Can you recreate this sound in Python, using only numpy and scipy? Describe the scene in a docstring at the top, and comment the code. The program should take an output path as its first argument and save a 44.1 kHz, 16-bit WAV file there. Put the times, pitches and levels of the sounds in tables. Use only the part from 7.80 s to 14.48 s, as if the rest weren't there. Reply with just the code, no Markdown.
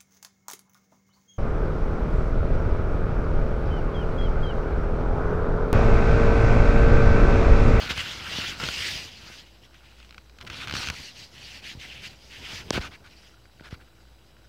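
"""On a bed in a quiet room: pillows and sheets drag along a small hand-held camera while a cat shifts in a gap.
Bedding slides as plucked-fibre noise, ringing in the pocket between the pillows under a hiss from the weave.
Cloth scrapes and snaps on the case as noise and short forces through its resonances; bumps push the microphone.
Beneath lie the dull rumble of the camera rocking, steady room air, a low hum and a faint electric whine."""
import sys
import numpy as np
from scipy import signal
from scipy.fft import rfft, irfft, next_fast_len
from scipy.io import wavfile
from scipy.ndimage import uniform_filter1d, map_coordinates

SR = 44100
rng = np.random.default_rng(int(sys.argv[2]) if len(sys.argv) > 2 else 0)


def gain_from_db(level_db):
    """Convert decibel levels to linear amplitude factors (20 dB per decade)."""
    decades = np.asarray(level_db, float) / 20
    return 10 ** decades


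def transcribe(u):
    """Save the signal u as a 16-bit wav file named by the first command-line argument.

    u: samples, shape (n,) or (channels, n), limited to [-1, 1]; the rate is SR.
    q: integer samples, one column per channel.
    """
    v = np.clip(np.atleast_2d(u).T, -1, 1)
    q = np.round(v * 32767).astype(np.int16)
    wavfile.write(sys.argv[1], SR, q)


N = 294630  # length in samples

# Bedding sliding near the microphone. Each row: start in seconds, build-up in seconds, dying in seconds,
# relative peak level in dB, weave hiss over the swish in relative dB.
SWISHES = [(-.1, 0.053, 0.12, -37, -2), (0.089, .022, 0.015, -29.5, -5.5), (0.147, 0.06, 0.022, -31.5, -10),
           (.2, 0.066, 0.19, -38, -5.5), (0.399, 0.17, 0.078, -37.5, -2.5),
           (0.551, 0.11, 0.089, -34.5, -5.5), (0.768, 0.14, 0.34, -35.5, -0.5),
           (.96, 0.12, 0.11, -35.5, -0.5), (1.13, 0.058, 0.12, -41.5, -1), (1.25, 0.056, 0.1, -49.5, -11),
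           (1.36, 0.2, 0.075, -49.5, -0.5), (1.56, 0.056, 0.21, -61.5, -16), (1.81, 0.036, 0.029, -60, 0),
           (1.91, 0.042, .06, -59.5, -6), (1.98, 0.13, .27, -59.5, -6), (2.701, 0.14, 0.017, -41, -10),
           (2.93, 0.035, 0.095, -39, 1.5), (2.97, 0.08, 0.046, -38, -3), (3.102, 0.11, 0.12, -44, -1),
           (3.339, 0.076, 0.053, -48.5, 2), (3.51, 0.057, 0.21, -50, -3.5), (3.601, .165, 0.045, -46, -4),
           (3.818, 0.078, 0.051, -41, -6), (3.989, 0.038, 0.08, -43, -8), (4.05, 0.08, 0.13, -44.5, -12),
           (4.211, 0.053, 0.024, -40.5, -3.5), (4.27, 0.032, 0.073, -53, -2.5),
           (4.37, 0.1, 0.055, -60.5, 4.5), (4.49, 0.063, 0.083, -45, -6), (4.6, 0.16, 0.068, -40, -4),
           (4.85, 0.082, 0.051, -51, -7), (4.923, 0.01, 0.035, -38, -2), (5.28, 0.035, 0.045, -57, -3.5),
           (5.35, 0.04, 0.17, -60.5, 2)]
BUILD_BEND, DYING_BEND = 0.74, 0.77  # powers of the quarter sine that a swish rises and falls along
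REST_DB, REST_HISS_DB = -68.5, 0  # the bedding creeping between swishes
# Cloth keeps settling after a swish: time constant, level against the swish and against its hiss.
SETTLE_S, SETTLE_DB, SETTLE_HISS_DB = 0.065, -12.5, -8.5
# Resonances of the pocket between the pillows. Each row: frequency in Hz, width in Hz, relative level in dB.
POCKET = [(2034, 1000, -10), (2836, 1250, -6)]
# Colour of the weave hiss. Each row: frequency in Hz, relative level in dB per Hz.
HISS = [(2500, -14.5), (4000, -3.5), (6000, -5.5), (8000, -18.5), (11000, -38)]
# Peak of the weave hiss with a wide gap between the pillows: frequency in Hz, width in Hz, gain in dB.
GAP_WIDE = (4400, 1100, 2.3)
# The same peak with a narrow gap: frequency in Hz, width in Hz, gain in dB.
GAP_NARROW = (4830, 450, 3.4)
# How narrow the gap is. Each row: time in seconds, narrowness from 0 to 1.
GAP = [(0.6, 0.6), (1.05, 0.9), (2.8, 0.15), (3.7, 0.3), (4.25, 0), (4.4, 0.9)]
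# Colour of the fine fizz over the hiss. Each row: frequency in Hz, relative level in dB per Hz.
FIZZ = [(4000, -8.5), (7000, -2), (9800, -9.5), (11500, -9), (16000, -16)]
# Fizz against a swish of -45 dB with hiss at 0 dB, dB per dB of hiss, power of the swish level it follows.
FIZZ_DB, FIZZ_GROWS, FIZZ_POWER = -13, 0.69, 0.87
# Cloth dragging on the case itself. Each row: start in seconds, length in seconds, relative pressure in dB.
STROKES = [(0, 0.16, -36), (0.127, 0.33, -43.5), (0.408, 0.41, -41), (0.795, 0.079, -36.5),
           (0.827, 0.41, -46), (1.402, 0.17, -52), (2.602, 0.035, -47.5), (2.663, 0.025, -45),
           (2.682, 0.21, -43), (2.855, 0.32, -43), (2.958, 0.1, -45), (4.615, 0.24, -50.5),
           (4.923, 0.075, -33), (5.001, 0.09, -40.5), (5.107, 0.06, -49.5), (5.239, 0.05, -54),
           (5.83, 0.065, -52), (5.901, 0.058, -49.5), (5.998, 0.038, -59.5)]
# Resonances of the case under direct contact. 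Each row: frequency in Hz, width in Hz, relative level in dB.
CASE = [(1483, 270, 2.5), (2420, 1460, 1.5), (4100, 250, -13)]
# Cloth catching and letting go on the case. Each row: time in seconds, relative level in dB.
SLIPS = [(0.1773, -17.5), (0.2044, -22), (0.8007, -18.5), (0.8381, -17.5), (0.8877, -14.5), (1.9438, -41),
         (2.2016, -38), (2.2283, -41), (2.248, -41), (2.293, -41), (2.3086, -35.5), (2.3259, -41),
         (2.3454, -35), (2.3808, -31.5), (2.4966, -40.5), (2.5867, -32.5), (2.612, -27), (2.6498, -38),
         (2.6677, -32), (2.6738, -29), (2.6764, -32), (2.7005, -23), (2.8733, -22), (3.1403, -29),
         (5.808, -39.5), (5.91, -39)]
# Evenly spaced slips over a ribbed weave. Each row: start in seconds, length in seconds,
# first and last relative level in dB.
CHATTER = [(2.8828, .085, -22, -16), (3.0728, .028, -17, -13)]
RIB_S = 0.0141  # from one rib to the next
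# Dull ticks of the case settling in the grip. Each row: time in seconds, relative level in dB.
TICKS = [(5.541, -46), (5.58, -50), (5.655, -44.5), (5.797, -39), (5.8226, -43), (6.567, -46)]
# Bumps against the case. Each row: time in seconds, relative level in dB, time scale of the push in seconds.
BUMPS = [(0.107, -24.5, 0.00093), (0.18, -31.5, 0.002), (0.586, -24, 0.00087), (0.835, -24, 0.00063),
         (0.886, -28.5, 0.00062), (1.155, -32, 0.005), (1.501, -37.5, 0.00049), (2.938, -22.5, 0.0011),
         (3.951, -34, 0.0018), (3.974, -33, 0.0037), (4.9078, -12.5, 0.00042), (4.962, -23.5, 0.00075),
         (4.978, -16, 0.0006), (4.984, -22, 0.00028), (4.991, -19.5, 0.0063), (5.81, -37.5, 0.00072),
         (5.9274, -26, 0.0023)]
# One hard tap on the case: time in seconds, relative level in dB.
TAP = (4.9059, 4.5)
# Colour of rumble and shaking on soft bedding. Each row: frequency in Hz, relative level in dB per Hz.
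THUD = [(30, 3), (70, 3.5), (150, -6), (400, -13), (1000, -17), (2000, -42.5)]
# Rumble at a motion of -45 dB, dB per dB of motion, span the motion is averaged over, drags over swishes.
ROCK_DB, ROCK_FOLLOWS, ROCK_SPAN_S, DRAG_ROCKS_DB = -49, 0.63, 0.18, 5
# Colour of the background air. Each row: frequency in Hz, relative level in dB per Hz.
ROOM = [(24, -38), (40, -1), (81, -1.5), (372, -5.5), (733, -8), (1760, -18.5), (3200, -60), (4100, -36),
        (7730, -29), (16000, -28.5)]
# Dull resonances of the room air. Each row: frequency in Hz, width in Hz, rms level in dB.
DRONE = [(119, 36, -66), (329.6, 15, -72.5)]
# The electric whine, a few thin tones. Each row: frequency in Hz, relative level in dB.
WHINE = [(3854, -72), (3978, -71), (7531, -83), (7892, -76.5)]


def unit(x):
    """Scaled to rms 1."""
    return x / np.sqrt(np.mean(x ** 2) + 1e-20)


def wobble(rate):
    """A smooth random curve, rate knots a second."""
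    knots = rng.standard_normal(int(N * rate / SR) + 4)
    return map_coordinates(knots, [np.arange(N) * rate / SR])


def filtered(x, response):
    """x times a complex response of frequency."""
    m = next_fast_len(N + SR // 2)
    return irfft(rfft(x, m) * response(np.fft.rfftfreq(m, 1 / SR)), m)[:N]


def coloured(x, points):
    """x through (Hz, dB) points on a log frequency axis, rms 1."""
    f, db = np.transpose(points)
    return unit(filtered(x, lambda hz: gain_from_db(np.interp(np.log(hz + 1), np.log(f + 1), db))))


def through(x, modes):
    """x through causal (Hz, width, dB) resonances, all in phase, with dips between them."""
    def response(f):
        return sum(gain_from_db(db) * 1j * f * width / (hz * hz - f * f + 1j * f * width) for hz, width, db in modes)
    return filtered(x, response)


def fibres(rate, spread_db, smooth):
    """Fibres plucking at random, rate a second, a few much harder than the rest, over a smooth share."""
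    plucked = rng.random(N) < rate / SR
    plucks = plucked * gain_from_db(spread_db * rng.exponential(size=N).clip(0, 4))
    return unit(unit(plucks) + smooth * rng.standard_normal(N))


def sliding():
    """Bedding swishes in uneven clumps inside the pocket; the weave hisses and fizzes above it."""
    swish_gain, hiss_gain, fizz_gain = swishes()
    clumps = wobble(30) + wobble(90)
    # the pocket's walls sharpen its resonance twice over
    swish = unit(through(through(fibres(rate=2500, spread_db=2.5, smooth=1.4), POCKET), POCKET))
    hiss = coloured(fibres(rate=4000, spread_db=6.5, smooth=1.9), HISS)
    narrow = np.interp(np.arange(N) / SR, *np.transpose(GAP)).clip(0, 1)
    hiss = hiss + (1 - narrow) * through(hiss, [GAP_WIDE]) + narrow * through(hiss, [GAP_NARROW])
    fizz = coloured(rng.standard_normal(N), FIZZ)
    weave = hiss_gain * gain_from_db(-4.5 + 1.3 * wobble(40)) * hiss + fizz_gain * gain_from_db(FIZZ_DB) * fizz
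    return gain_from_db(0.61 * clumps) * swish_gain * swish + gain_from_db(0.26 * clumps) * weave


def swishes():
    """Gains of swish, hiss and fizz: each swish builds up, dies and settles; overlapping ones add in power."""
    t = np.arange(N) / SR
    rows = [(gain_from_db(REST_DB), REST_HISS_DB)]
    for start, build, dying, db, hiss_db in SWISHES:
        rise = np.sin(np.pi / 2 * ((t - start) / build).clip(0, 1))
        fall = np.sin(np.pi / 2 * ((start + build + dying - t) / dying).clip(0, 1))
        rows.append((gain_from_db(db) * rise ** BUILD_BEND * fall ** DYING_BEND, hiss_db))

    def total_power(grows):
        return sum((gain * gain_from_db(grows * hiss_db)) ** 2 for gain, hiss_db in rows)

    keep = np.exp(-1 / (SETTLE_S * SR))

    def settled(power, db):
        tail = signal.lfilter([1 - keep], [1, -keep], power)
        return np.sqrt(power + gain_from_db(db) ** 2 * tail)

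    swish, hiss, fizz = total_power(0), total_power(1), total_power(FIZZ_GROWS)
    follow = (swish / gain_from_db(-45) ** 2) ** ((FIZZ_POWER - 1) / 2)  # fizz varies a little less than the swish
    return settled(swish, SETTLE_DB), settled(hiss, SETTLE_HISS_DB), settled(fizz * follow ** 2, SETTLE_DB)


def strokes():
    """A drag scrapes the case and shakes it."""
    drag = pressure()
    scrape = unit(case(fibres(rate=1800, spread_db=2.5, smooth=0.94)))
    buzz = unit(through(fibres(rate=400, spread_db=4, smooth=0.3), CASE[:1]))
    shake = coloured(gain_from_db(3.4 * wobble(60)) * rng.standard_normal(N), THUD)
    light = gain_from_db(-31.5) * np.sqrt(drag) * buzz  # stands out in light drags
    heavy = drag ** 2 * gain_from_db(34.0) * shake  # heavy drags shake far more
    return light + drag * gain_from_db(1.4 * wobble(70)) * scrape + heavy


def pressure():
    """How hard cloth drags on the case: each drag builds up, holds, then eases off a little more slowly."""
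    t = np.arange(N) / SR
    total = np.zeros(N)
    for start, length, db in STROKES:
        rise = (t - start) / length / 0.15
        fall = (start + length - t) / length / 0.22
        total += gain_from_db(db) * np.clip(np.minimum(rise, fall), 0, 1)
    return total


def patchy(x, depth_db):
    """The colour of the cloth noise varies at random in patches several hundred hertz wide."""
    z = signal.stft(x, nperseg=256)[2]
    field = uniform_filter1d(rng.standard_normal(z.shape), size=4, axis=0)  # along frequency
    field = uniform_filter1d(field, size=12, axis=1)  # along time
    return signal.istft(z * gain_from_db(depth_db * unit(field)), nperseg=256)[1][:N]


def case(x):
    """The case rings under any force on it; soft cloth drives it only weakly above a few kilohertz."""
    def softness(hz):
        return 1 / (1 - (hz / 6200) ** 2 + 1.1j * hz / 6200) ** 2 + 0.14
    return filtered(through(x, CASE), softness)


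def slips():
    """Each release is one sharp snap inside a short fray of smaller ones and a small recoil of the camera."""
    force, recoil, t = np.zeros(N + SR), np.zeros(N + SR), np.arange(SR // 30) / SR
    lead = SR // 250  # samples of fraying before the snap
    late = t - t[lead]
    events = list(SLIPS)
    for start, length, first, last in CHATTER:
        for along in RIB_S * np.arange(round(length / RIB_S) + 1):
            events.append((start + along, first + (last - first) * along / length))
    for s, db in events:
        fray_gain = gain_from_db(-23 - 20 * np.maximum(late / 0.007, -late / 0.002))
        fray = fray_gain * rng.standard_normal(len(t)) * rng.exponential(size=len(t))
        fray[lead:lead + 2] = 1, -rng.uniform(0.12, 0.39)  # each snap is randomly duller or brighter
        force[round(s * SR) - lead:][:len(t)] += gain_from_db(db + 16) * fray
        recoil[round(s * SR):][:len(t)] -= gain_from_db(db - 2) * (t / 0.0014) ** 2 * np.exp(-t / 0.0012)
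    return case(force[:N]) + recoil[:N]


def ticks():
    """Soft ticks ring mostly the lowest case resonance."""
    force, t = np.zeros(N + SR), np.arange(SR // 100) / SR
    for s, db in TICKS:
        force[round(s * SR):][:len(t)] += gain_from_db(db + 12.0 - 20 * t / 0.0031) * rng.standard_normal(len(t))
    # many smaller ones in random clusters
    faint = gain_from_db(-59.0 + 4.4 * wobble(4)) * fibres(rate=130, spread_db=2.5, smooth=0)
    return case(through(force[:N] + faint, [(1450, 470, 0)]))


def bumps():
    """A blow squeezes the air at the microphone once and lets it swing back; the hard tap also cracks."""
    push, crack, t = np.zeros(N + SR), np.zeros(N), np.arange(SR // 10) / SR
    for s, db, length in BUMPS:
        u = t / length
        push[round(s * SR):][:len(t)] -= gain_from_db(db + 9.5) * u * np.exp(-u) * (2 - u)
    tap_s, tap_db = TAP
    crack[round(tap_s * SR):][:5] = gain_from_db(tap_db) * np.hanning(7)[1:-1] / 3
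    crack = through(crack, [(3050, 3200, -1.6), (5330, 1600, 1)])
    return push[:N] + through(crack, [(4630, 3600, 2), (900, 900, 8.2)])


def rocking():
    """Dull lumpy rumble of the camera moving on soft bedding; it follows swishes and drags, smoothed briefly."""
    moving = swishes()[0] + gain_from_db(DRAG_ROCKS_DB) * pressure()
    motion = uniform_filter1d(moving, round(ROCK_SPAN_S * SR)) / gain_from_db(-45)
    lumps = gain_from_db(1.5 * wobble(25) + 1.8 * wobble(70))
    return gain_from_db(ROCK_DB) * motion ** ROCK_FOLLOWS * coloured(lumps * rng.standard_normal(N), THUD)


def room():
    """Steady background air with a dull drone, a wavering low hum and the thin whine."""
    t = np.arange(N) / SR
    air = gain_from_db(-62.0) * coloured(rng.standard_normal(N), ROOM)
    hum = gain_from_db(-54.0 + 2.8 * wobble(8.1)) * np.sin(2 * np.pi * 59.2 * t + 1.23 * wobble(2.81))
    drone, whine = np.zeros(N), np.zeros(N)
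    for hz, width, db in DRONE:
        mode = [(hz, width, 0)]
        drone += gain_from_db(db) * unit(through(through(rng.standard_normal(N), mode), mode))
    for hz, db in WHINE:
        cycles = hz * t + rng.random() + 0.48 * wobble(26)
        whine += gain_from_db(db - 3) * np.sin(2 * np.pi * cycles)
    return air + drone + hum + whine


def scene():
    """Everything reaches one microphone."""
    cloth = patchy(sliding() + strokes(), depth_db=2.0)
    return (cloth + slips() + ticks() + bumps() + rocking() + room())[None]


def band_limit(x):
    """A steep low-pass at the top of the band."""
    return signal.sosfilt(signal.butter(12, 16760, fs=SR, output="sos"), x)


def record(dry):
    """The input cuts the deepest bass steeply, so that bumps ring out, and most of the top; it sits off zero."""
    def input_response(hz):
        ratio = 45 / (hz + 1e-3)  # bass corner at 45 Hz
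        low_cut = (1 / (1 - ratio ** 2 - 1j * 1.49 * ratio)) ** 2
        return low_cut * np.where(hz < 15800, 1, 0.06)
    mix = filtered(dry[0], input_response)[None] - 0.0009
    return band_limit(mix)


dry = scene()
out = record(dry)
transcribe(out)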